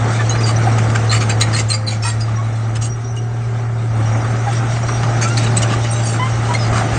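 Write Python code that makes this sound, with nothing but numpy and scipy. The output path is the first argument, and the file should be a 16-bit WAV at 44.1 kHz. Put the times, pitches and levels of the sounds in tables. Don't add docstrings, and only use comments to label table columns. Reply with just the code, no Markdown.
import sys
import numpy as np
from scipy import signal
from scipy.fft import rfft, irfft, next_fast_len
from scipy.io import wavfile
from scipy.ndimage import uniform_filter1d, map_coordinates

SR = 44100
rng = np.random.default_rng(int(sys.argv[2]) if len(sys.argv) > 2 else 0)


def output_pcm(signal):
    pcm = np.clip(np.atleast_2d(signal).T, -1, 1) * 32767
    wavfile.write(sys.argv[1], SR, np.round(pcm).astype(np.int16))


N = 307818
TIME = np.arange(N) / SR
TOP_HZ = 9470


def amp(db):
    return 10 ** (np.asarray(db) / 20)


def unit(x):
    return x / np.sqrt(np.mean(x ** 2) + 1e-20)


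def along(points, hz):
    f, v = np.transpose(points)
    return np.interp(np.log(hz + 1), np.log(f + 1), v)


def curves(rows):
    s, *cols = np.transpose(rows)
    return [np.interp(TIME, s, c) for c in cols]


def wobble(rate_hz, count=N):
    knots = rng.standard_normal(int(count * rate_hz / SR) + 4)
    return map_coordinates(knots, [np.arange(count) * rate_hz / SR])


def filtered(x, response):
    m = next_fast_len(x.shape[-1] + 4096)
    spectrum = rfft(x, m) * response(np.fft.rfftfreq(m, 1 / SR))
    return irfft(spectrum, m)[..., :x.shape[-1]]


def rush(spectrum, patchy_db):
    z = signal.stft(rng.standard_normal(N + 512), nperseg=512)[2]
    field = uniform_filter1d(rng.standard_normal(z.shape), 4, 0)
    field = uniform_filter1d(field, 8, 1)
    noise = signal.istft(z * amp(patchy_db * unit(field)), nperseg=512)[1][:N]
    return unit(filtered(noise, lambda hz: amp(along(spectrum, hz))))


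def add(out, s, sound):
    part = out[round(s * SR):][:len(sound)]
    part += sound[:len(part)]


def yard(x):
    t = TIME[:SR // 4]
    t60_s = 0.42
    tail = unit(rng.standard_normal(len(t)) * amp(-60 * t / t60_s)) / np.sqrt(len(t))
    return signal.fftconvolve(x, tail)[:N]


# (start [s], end [s], pitch [Hz], level [dB])
GEAR_WHINES = [(0, 1.7, 475, -38), (1.05, 2.13, 525, -39.5), (2.8, 3.95, 387.5, -41),
               (2.9, 3.9, 428, -46.5), (3.0, 3.65, 1600, -49.5), (2.9, 4.6, 730, -44),
               (4.9, 6.4, 600, -39.5), (4.9, 6.4, 800, -36), (5.3, 5.9, 380.7, -37)]


def whines():
    out = np.zeros(N)
    fade_s, waver_db, drift_hz = 0.19, 1.7, 2
    for start, end, hz, db in GEAR_WHINES:
        t = TIME[:int((end - start) * SR)]
        fade = np.clip(np.minimum(t, end - start - t) / fade_s, 0, 1)
        waver, drift = wobble(12, count=len(t)), wobble(9, count=len(t))
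        tone = np.sin(2 * np.pi * np.cumsum(hz + drift_hz * drift) / SR)
        add(out, start, fade * amp(db + waver_db * waver) * np.sqrt(2) * tone)
    return out


# (time [s], pitch [Hz], level [dB], t60 [s])
BLADE_THUDS = [(.64, 149, -33, .25), (5.023, 150, -14, 0.25), (6.72, 89.2, -14.5, 0.34),
               (6.748, 203, -13, 0.14), (6.918, 70, -14.5, 0.25)]


def thuds():
    out, t = np.zeros(N), TIME[:SR // 2]
    rise_s = 0.014
    for s, hz, db, t60 in BLADE_THUDS:
        shape = amp(db - 60 * t / t60) * np.clip(t / rise_s, 0, 1)
        add(out, s, shape * np.sin(2 * np.pi * hz * t))
    return out


OVERTONE_DB, OVERTONE_SCATTER_DB = -15, 5


def squeak(length_s, hz, change_percent, rasp_hz):
    t = TIME[:int((length_s + .06) * SR)]
    glide = 1 + change_percent / 100 * np.clip(t / length_s, 0, 1)
    turn = 2 * np.pi * np.cumsum(hz * glide) / SR
    knots = rng.standard_normal((3, 256))
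    rates_hz = (2 * rasp_hz, 2 * rasp_hz, 55)
    swell, drift, spurts = (map_coordinates(k, [t * r], mode="mirror") for k, r in zip(knots, rates_hz))
    slips = (1 + .8 * (swell + 1j * drift)) * amp(2.2 * spurts)
    rise = np.clip(t / 0.0029, 0, 1)
    ring_out_t60_s = 2.1 * length_s + 0.0076
    shape = rise * amp(-60 * np.clip(t - 0.6 * length_s, 0, None) / ring_out_t60_s)
    fall_db = OVERTONE_DB + OVERTONE_SCATTER_DB * np.clip(rng.standard_normal(), -2, 2)
    partials = sum(amp(fall_db * (k - 1)) * np.exp(1j * k * turn) for k in (1, 2, 3) if k * hz < TOP_HZ)
    return shape * np.real(slips * partials)


# (time [s], length [s], level [dB])
ROLLER_CHIRPS = [(2.356, .03, -40), (2.62, .056, -52), (2.81, .042, -37), (2.89, .058, -35.5),
                 (3.04, 0.082, -39.5), (3.17, 0.099, -47), (3.331, .06, -55), (4.056, 0.058, -40.5),
                 (4.125, .02, -37.5), (4.204, .021, -41), (4.567, .04, -34), (4.678, 0.088, -43),
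                 (4.829, .015, -32.5), (4.868, 0.15, -36), (5.616, 0.022, -31), (5.888, .054, -40),
                 (6.06, .06, -36)]
ROLLER_HZ, ROLLER_RASP_HZ, ROLLER_GLIDE_PERCENT = 5724, 55, 0.93


def roller():
    out = np.zeros(N)
    for s, length, db in ROLLER_CHIRPS:
        glide_percent = ROLLER_GLIDE_PERCENT * rng.standard_normal()
        add(out, s, amp(db) * squeak(length, ROLLER_HZ, glide_percent, ROLLER_RASP_HZ))
    return out


# (time [s], length [s], start pitch [Hz], pitch change [%], level [dB])
PIN_SQUEAKS = [(0.188, .042, 1774, -4, -25.5), (0.299, 0.051, 3930, 5.5, -28.5),
               (0.293, .02, 6470, 2.5, -20.5), (0.378, 0.026, 5000, 0, -31.5),
               (0.431, 0.022, 4900, -3, -28), (0.438, .06, 4736, 0, -32.5), (0.49, 0.028, 1170, -3, -24.5),
               (.56, .015, 5880, 1, -26), (0.669, .02, 756, 2, -20), (0.946, 0.013, 2400, 4.5, -32.5),
               (1.095, 0.054, 4130, 6, -24.5), (1.12, 0.028, 7150, 6, -25), (1.123, .015, 1910, 1, -21),
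               (1.137, 0.022, 1282, -6, -20.5), (1.144, 0.071, 4490, 1, -31), (1.205, 0.021, 4450, 0, -28),
               (1.294, 0.012, 7700, -7.5, -23), (1.298, 0.019, 2400, 8, -26), (1.32, .026, 4815, -2.5, -31),
               (1.411, .02, 6690, 1.5, -22.5), (1.413, .015, 3950, 7, -18.5), (1.418, 0.031, 1862, 2, -28),
               (1.529, .03, 4810, 0, -31), (1.533, 0.043, 4280, -2.5, -26.5),
               (1.559, 0.018, 1980, -8, -20.5), (1.564, 0.032, 6900, -2, -29),
               (1.686, 0.018, 7290, 2.5, -28.5), (1.7, 0.037, 4300, -6, -21), (1.732, .03, 7400, -2, -27),
               (1.729, 0.029, 4740, 0.5, -19.5), (1.733, .036, 2095, 4, -27),
               (1.865, 0.059, 4600, -3, -29.5), (1.873, 0.028, 4180, -4.5, -23),
               (2.023, 0.078, 5400, 2, -32), (2.033, 0.073, 2516, -2.5, -29.5),
               (2.045, 0.1, 1916, -1.5, -33), (2.047, 0.044, 1304, 6, -27.5), (2.048, .054, 934, 4, -30.5),
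               (2.052, 0.049, 8620, 1.5, -29), (2.208, .045, 4970, -4, -33), (2.367, 0.085, 1075, 8, -30.5),
               (2.555, .034, 4300, -6, -47.5), (2.762, 0.013, 3030, 0, -32.5),
               (2.819, .033, 6500, 5.5, -31.5), (2.827, 0.03, 2820, -3, -42), (3.077, 0.062, 6320, -7, -43),
               (3.166, 0.03, 2880, -1, -38), (4.462, 0.047, 809, 0, -25), (4.884, .008, 4310, 9, -31.5),
               (5.216, .03, 6220, 7, -25), (5.245, 0.045, 1318, 4, -22.5), (5.298, 0.062, 1370, 4, -29),
               (5.37, .016, 4060, 8, -24.5), (5.379, 0.11, 309, -14.5, -25), (5.463, 0.013, 2820, -3, -25),
               (5.464, 0.012, 3870, 1, -28.5), (5.569, .013, 8040, -0.5, -14), (5.623, .018, 4580, -7, -37),
               (5.624, .02, 2900, 2, -27), (5.908, 0.034, 8660, -2, -24.5), (5.912, .2, 7570, 1, -39),
               (5.914, 0.12, 6320, -3, -40), (5.925, 0.069, 3850, 0, -38), (6.045, .099, 8700, 0.5, -33.5),
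               (6.03, 0.092, 4730, -4, -34.5), (6.056, 0.042, 6460, 5, -31), (6.194, 0.066, 992, 5.5, -22),
               (6.485, 0.064, 952.6, 3.5, -25.5), (6.538, .025, 2140, -0.5, -19),
               (6.54, 0.027, 4220, -0.5, -30), (6.587, 0.083, 5250, -8.5, -33.5),
               (6.727, .058, 1233, -0.5, -27.5)]
RASP_SHARE, RASP_LENGTH_S = .04, .03


def squeaks():
    out = np.zeros(N)
    for s, length, hz, change, db in PIN_SQUEAKS:
        rasp_hz = RASP_SHARE * hz * np.sqrt(RASP_LENGTH_S / length)
        add(out, s, amp(db) * squeak(length, hz, change, rasp_hz))
    return out


# (frequency [Hz], relative density [dB per Hz])
HISS_SPECTRUM = [(1350, -18.5), (2300, -1.5), (2570, -6), (2860, -5), (3120, -7.5), (3630, -6),
                 (4180, -9.5), (4980, -10.5), (5310, -11), (5730, -5.5), (7450, -12.5), (8630, -11.5),
                 (9310, -32.5), (12100, -66.5), (20500, -120)]


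def tinkles(rate_hz=260):
    draw = rng.random((int(rate_hz * N / SR), 3))
    t = TIME[:SR // 20]
    hz = 4000 + 5200 * draw[:, 1:2]
    level_db = 12 * draw[:, 2:]
    shape = amp(level_db - 60 * t / .08) * np.clip(t / .006, 0, 1)
    pings = shape * np.sin(2 * np.pi * hz * t)
    where = (draw[:, :1] * N).astype(int) + np.arange(len(t))
    mixed = np.bincount(where.ravel(), pings.ravel())[:N]
    return unit(filtered(mixed, lambda f: amp(along(HISS_SPECTRUM, f))))


# (time [s], roar level [dB], hiss level [dB])
ROAR_AND_HISS = [(0, -25, -33), (.45, -25.5, -35), (.68, -23, -32), (.93, -25, -36), (1.4, -28.5, -36),
                 (1.57, -27, -34.5), (1.71, -34, -43.5), (1.87, -33, -44), (2.19, -33, -40.5),
                 (2.62, -32.5, -43), (2.88, -34, -46), (3.1, -37.5, -47.5), (3.55, -35, -46.5),
                 (3.9, -33.5, -45.5), (3.98, -29, -39), (4.2, -27, -37), (4.8, -28, -36.5),
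                 (5.05, -25, -35), (5.37, -27.5, -32.5), (5.62, -24, -34), (5.85, -28.5, -33),
                 (6.34, -26.5, -36.5), (6.78, -24, -31.5), (6.98, -24, -34)]


def track_hiss():
    hiss_db = curves(ROAR_AND_HISS)[1]
    flutter_db = 1.48 * wobble(14) + 0.57 * wobble(150)
    hiss = amp(flutter_db) * rush(HISS_SPECTRUM, patchy_db=2.5)
    return amp(hiss_db) * (hiss + .4 * tinkles())


# (frequency [Hz], relative density [dB per Hz])
GRIND_SPECTRUM = [(410, -24), (700, -23), (1040, -7.5), (1310, -2), (1590, 1), (1920, 4), (3220, -1.5),
                  (4090, -5.5), (6040, -2.5), (6880, 5), (9310, -34), (12100, -50.5), (20500, -120)]
# (frequency [Hz], width [Hz], level [dB])
LINK_MODES = [(1185, 61, 0), (1940, 150, -15.5), (2270, 23, -21.5), (2335, 130, 2.5), (2940, 26, -4),
              (3560, 89, -24.5), (3900, 13, -5.5), (4010, 80, -4.5), (4570, 72, -4.5), (5250, 220, -6),
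              (5370, 16, -8.5), (5870, 77, -8.5), (6660, 97, -18.5), (6800, 38, -20), (6330, 13, -9.5),
              (7180, 670, -1.5), (7600, 45, -3.5), (8140, 47, -26.5), (8700, 54, -2), (10000, 30, -32)]
# (time [s], level [dB], contact [s], brightness [dB per octave])
LINK_CLANKS = [(.204, -22, 0.0084, -10), (.298, -29.5, 0.0071, 1.5), (.349, -23, 0.0092, -10),
               (.403, -27.5, .02, -1.5), (.454, -23, 0.03, 2), (.783, -21.5, 0.0044, 2.5),
               (.9, -28, 0.0029, -4), (0.95, -19.5, 0.0056, -7.5), (1.043, -33, .008, -1.5),
               (1.103, -18.5, .048, -1), (1.205, -21, 0.019, -0.5), (1.291, -20.5, 0.017, 0),
               (1.401, -15.5, 0.018, 1), (1.529, -23.5, 0.013, 1.5), (1.556, -20, .035, 1.5),
               (1.686, -24.5, 0.045, 2), (1.72, -30.5, .018, -3.5), (1.864, -27.5, 0.061, 2),
               (2.02, -24.5, 0.062, 4), (2.199, -33, 0.016, 9.5), (2.279, -34, .01, -8),
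               (2.46, -37.5, .008, -7), (2.752, -27, 0.011, -1), (2.812, -26.5, .035, 6.5),
               (3.156, -40.5, .018, 6), (4.243, -29, 0.0088, -13), (4.527, -29.5, 0.0061, -2.5),
               (4.756, -28, 0.012, -6), (4.885, -20.5, 0.0058, -13), (5.033, -22.5, 0.0057, -7.5),
               (5.213, -18.5, 0.026, -0.5), (5.274, -26, 0.013, 4), (5.372, -17.5, 0.011, 2.5),
               (5.434, -24, 0.01, -2), (5.463, -26, 0.01, -7.5), (5.565, -20, .013, 4),
               (5.619, -18, 0.0092, 2.5), (5.635, -28, 0.019, -8), (5.695, -24, 0.033, -5.5),
               (5.842, -22.5, .007, -4), (5.912, -36, 0.027, 6), (6.04, -29.5, 0.076, 5),
               (6.13, -27, .025, -10.5), (6.536, -26, 0.0062, 1), (6.716, -23.5, .06, -4.5),
               (6.933, -27, 0.038, -1)]
RISE_S, RISE_SHARE = 0.0023, 0.27
FADE_S, FADE_SHARE = 0.047, 1.2
CRACK, CRACK_CONTACT_S, CRACK_T60_S = 0.91, .03, 0.023
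BARE, RUNG = 0.67, 0.7


def clanks():
    out, t, grid_hz = np.zeros(N), TIME[:SR // 4], np.linspace(0, SR / 2, 2048)

    def scale(response):
        return np.sqrt(np.mean(np.abs(response(grid_hz)) ** 2))

    for s, db, contact, tilt_db in LINK_CLANKS:
        strength_db = rng.normal(0, 4, len(LINK_MODES))
        humps_db = 3.5 * map_coordinates(rng.standard_normal(80), [grid_hz / 300])

        def steel(f):
            total = 0
            for k, (centre, width, level_db) in enumerate(LINK_MODES):
                band = 1j * f * width / (centre * centre - f * f + 1j * f * width)
                total = total + (-1) ** k * amp(level_db + strength_db[k]) * band
            return total

        def slope(f):
            octaves = np.log2(np.clip(f, 600, 9000) / 4000)
            return amp(tilt_db * octaves + np.interp(f, grid_hz, humps_db))

        def bare(f):
            return amp(along(GRIND_SPECTRUM, f)) * slope(f)

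        def rung(f):
            return steel(f) * slope(f)

        def both(f):
            return BARE * bare(f) / scale(bare) + RUNG * rung(f) / scale(rung)

        def wide(f):
            return np.sqrt(slope(f)) * f / (f + 300) / (1 + f / 3000)

        rise_s, t60_s = RISE_S + RISE_SHARE * contact, FADE_S + FADE_SHARE * contact
        shape = np.clip(t / rise_s, 0, 1) * amp(-60 * np.clip(t - rise_s - contact, 0, None) / t60_s)
        crack = CRACK * np.exp(-contact / CRACK_CONTACT_S) * amp(-60 * t / CRACK_T60_S)
        grit = rng.standard_normal(len(t)) * amp(2.6 * wobble(300, count=len(t)))
        grinding = filtered(grit * shape, both)
        opening = filtered(grit * crack, wide) / scale(wide)
        add(out, s, amp(db) * (grinding + opening))
    return out


# (frequency [Hz], relative density [dB per Hz])
RUMBLE_SPECTRUM = [(15, -43), (25, -16), (34, -2), (43, -7), (60, -3), (76, -6.5), (88, -2), (100, -2),
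                   (130, -2.5), (150, -20.5), (220, -120)]
EXHAUST_SPECTRUM = [(85, -25), (145, 3.5), (183, 0.5), (280, -1), (313, -2), (453, -8), (520, -10.5),
                    (680, -32.5), (1140, -120)]
BODY_SPECTRUM = [(240, -30.5), (400, -0.5), (452, -11.5), (536, -3), (713, 0.5), (780, -0.5), (826, 0),
                 (896, -3.5), (956, -8.5), (1260, -2.5), (1770, -9.5), (1930, -9), (2250, -14), (2580, -23),
                 (2800, -19), (3640, -32.5), (6160, -120)]
USUAL_ROAR_DB = -28
EXHAUST_DB, EXHAUST_GROWS = -29.5, 1.04
RUMBLE_DB, RUMBLE_GROWS = -33, 0.39


def engine_roar(turn):
    body_db = curves(ROAR_AND_HISS)[0]
    effort_db = body_db - USUAL_ROAR_DB
    puff = unit(1 + .1 * np.cos(turn))
    shake = wobble(12)
    exhaust_db = EXHAUST_DB + EXHAUST_GROWS * effort_db + 0.64 * shake
    exhaust = amp(exhaust_db) * rush(EXHAUST_SPECTRUM, patchy_db=2.0)
    body = amp(body_db + 0.6 * shake) * puff * rush(BODY_SPECTRUM, patchy_db=1.0)
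    bursts = unit(np.clip(wobble(70) - 1.1, 0, .7))
    knocks = amp(body_db - 13) * bursts * rush(BODY_SPECTRUM, patchy_db=3)
    rumble_db = RUMBLE_DB + RUMBLE_GROWS * effort_db + 0.82 * wobble(6)
    rumble = amp(rumble_db) * rush(RUMBLE_SPECTRUM, patchy_db=3.5)
    return exhaust + body + knocks + rumble


# (multiple of the firing rate [ratio], level re firing tone [dB])
SHAFT_ORDERS = [(2 / 3, -22.5), (4 / 3, -27), (5 / 3, -27.5), (2, -24), (3, -30), (4.5, -34)]
# (time [s], firing rate [Hz], firing tone level [dB])
FIRING = [(0, 113.7, -17), (.35, 113.6, -15), (.78, 112.5, -13.5), (1.13, 111.1, -13.5), (1.3, 110.2, -16),
          (1.56, 111, -15), (1.8, 110, -19), (2.0, 110.3, -18), (2.8, 112.1, -17), (2.93, 115.3, -21),
          (3.15, 115.4, -19.5), (3.68, 115.5, -19), (3.85, 114.2, -18), (4.02, 110.8, -14),
          (4.3, 115, -16.5), (4.84, 117.3, -17), (5.33, 114.5, -15), (5.79, 114.4, -15.5),
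          (6.35, 115.4, -17.5), (6.7, 113.2, -15.5), (6.86, 113.3, -20), (6.98, 116, -17.5)]


def engine():
    firing_hz, tone_db = curves(FIRING)
    turn = 2 * np.pi * np.cumsum(firing_hz + 0.43 * wobble(15)) / SR
    tone = np.sin(turn) * amp(0.52 * wobble(30) + 0.31 * wobble(8))
    for multiple, db in SHAFT_ORDERS:
        tone += amp(db + 2.7 * wobble(15)) * np.sin(multiple * turn + 0.92 * wobble(10))
    return np.sqrt(2) * amp(tone_db) * tone + engine_roar(turn)


def scene():
    steel = roller() + squeaks() + clanks()
    answer = amp(-18) * yard(steel)
    return (whines() + thuds() + track_hiss() + steel + answer + engine())[None]


def record(dry):
    return filtered(dry, lambda hz: hz < TOP_HZ)


dry = scene()
out = record(dry)
output_pcm(out)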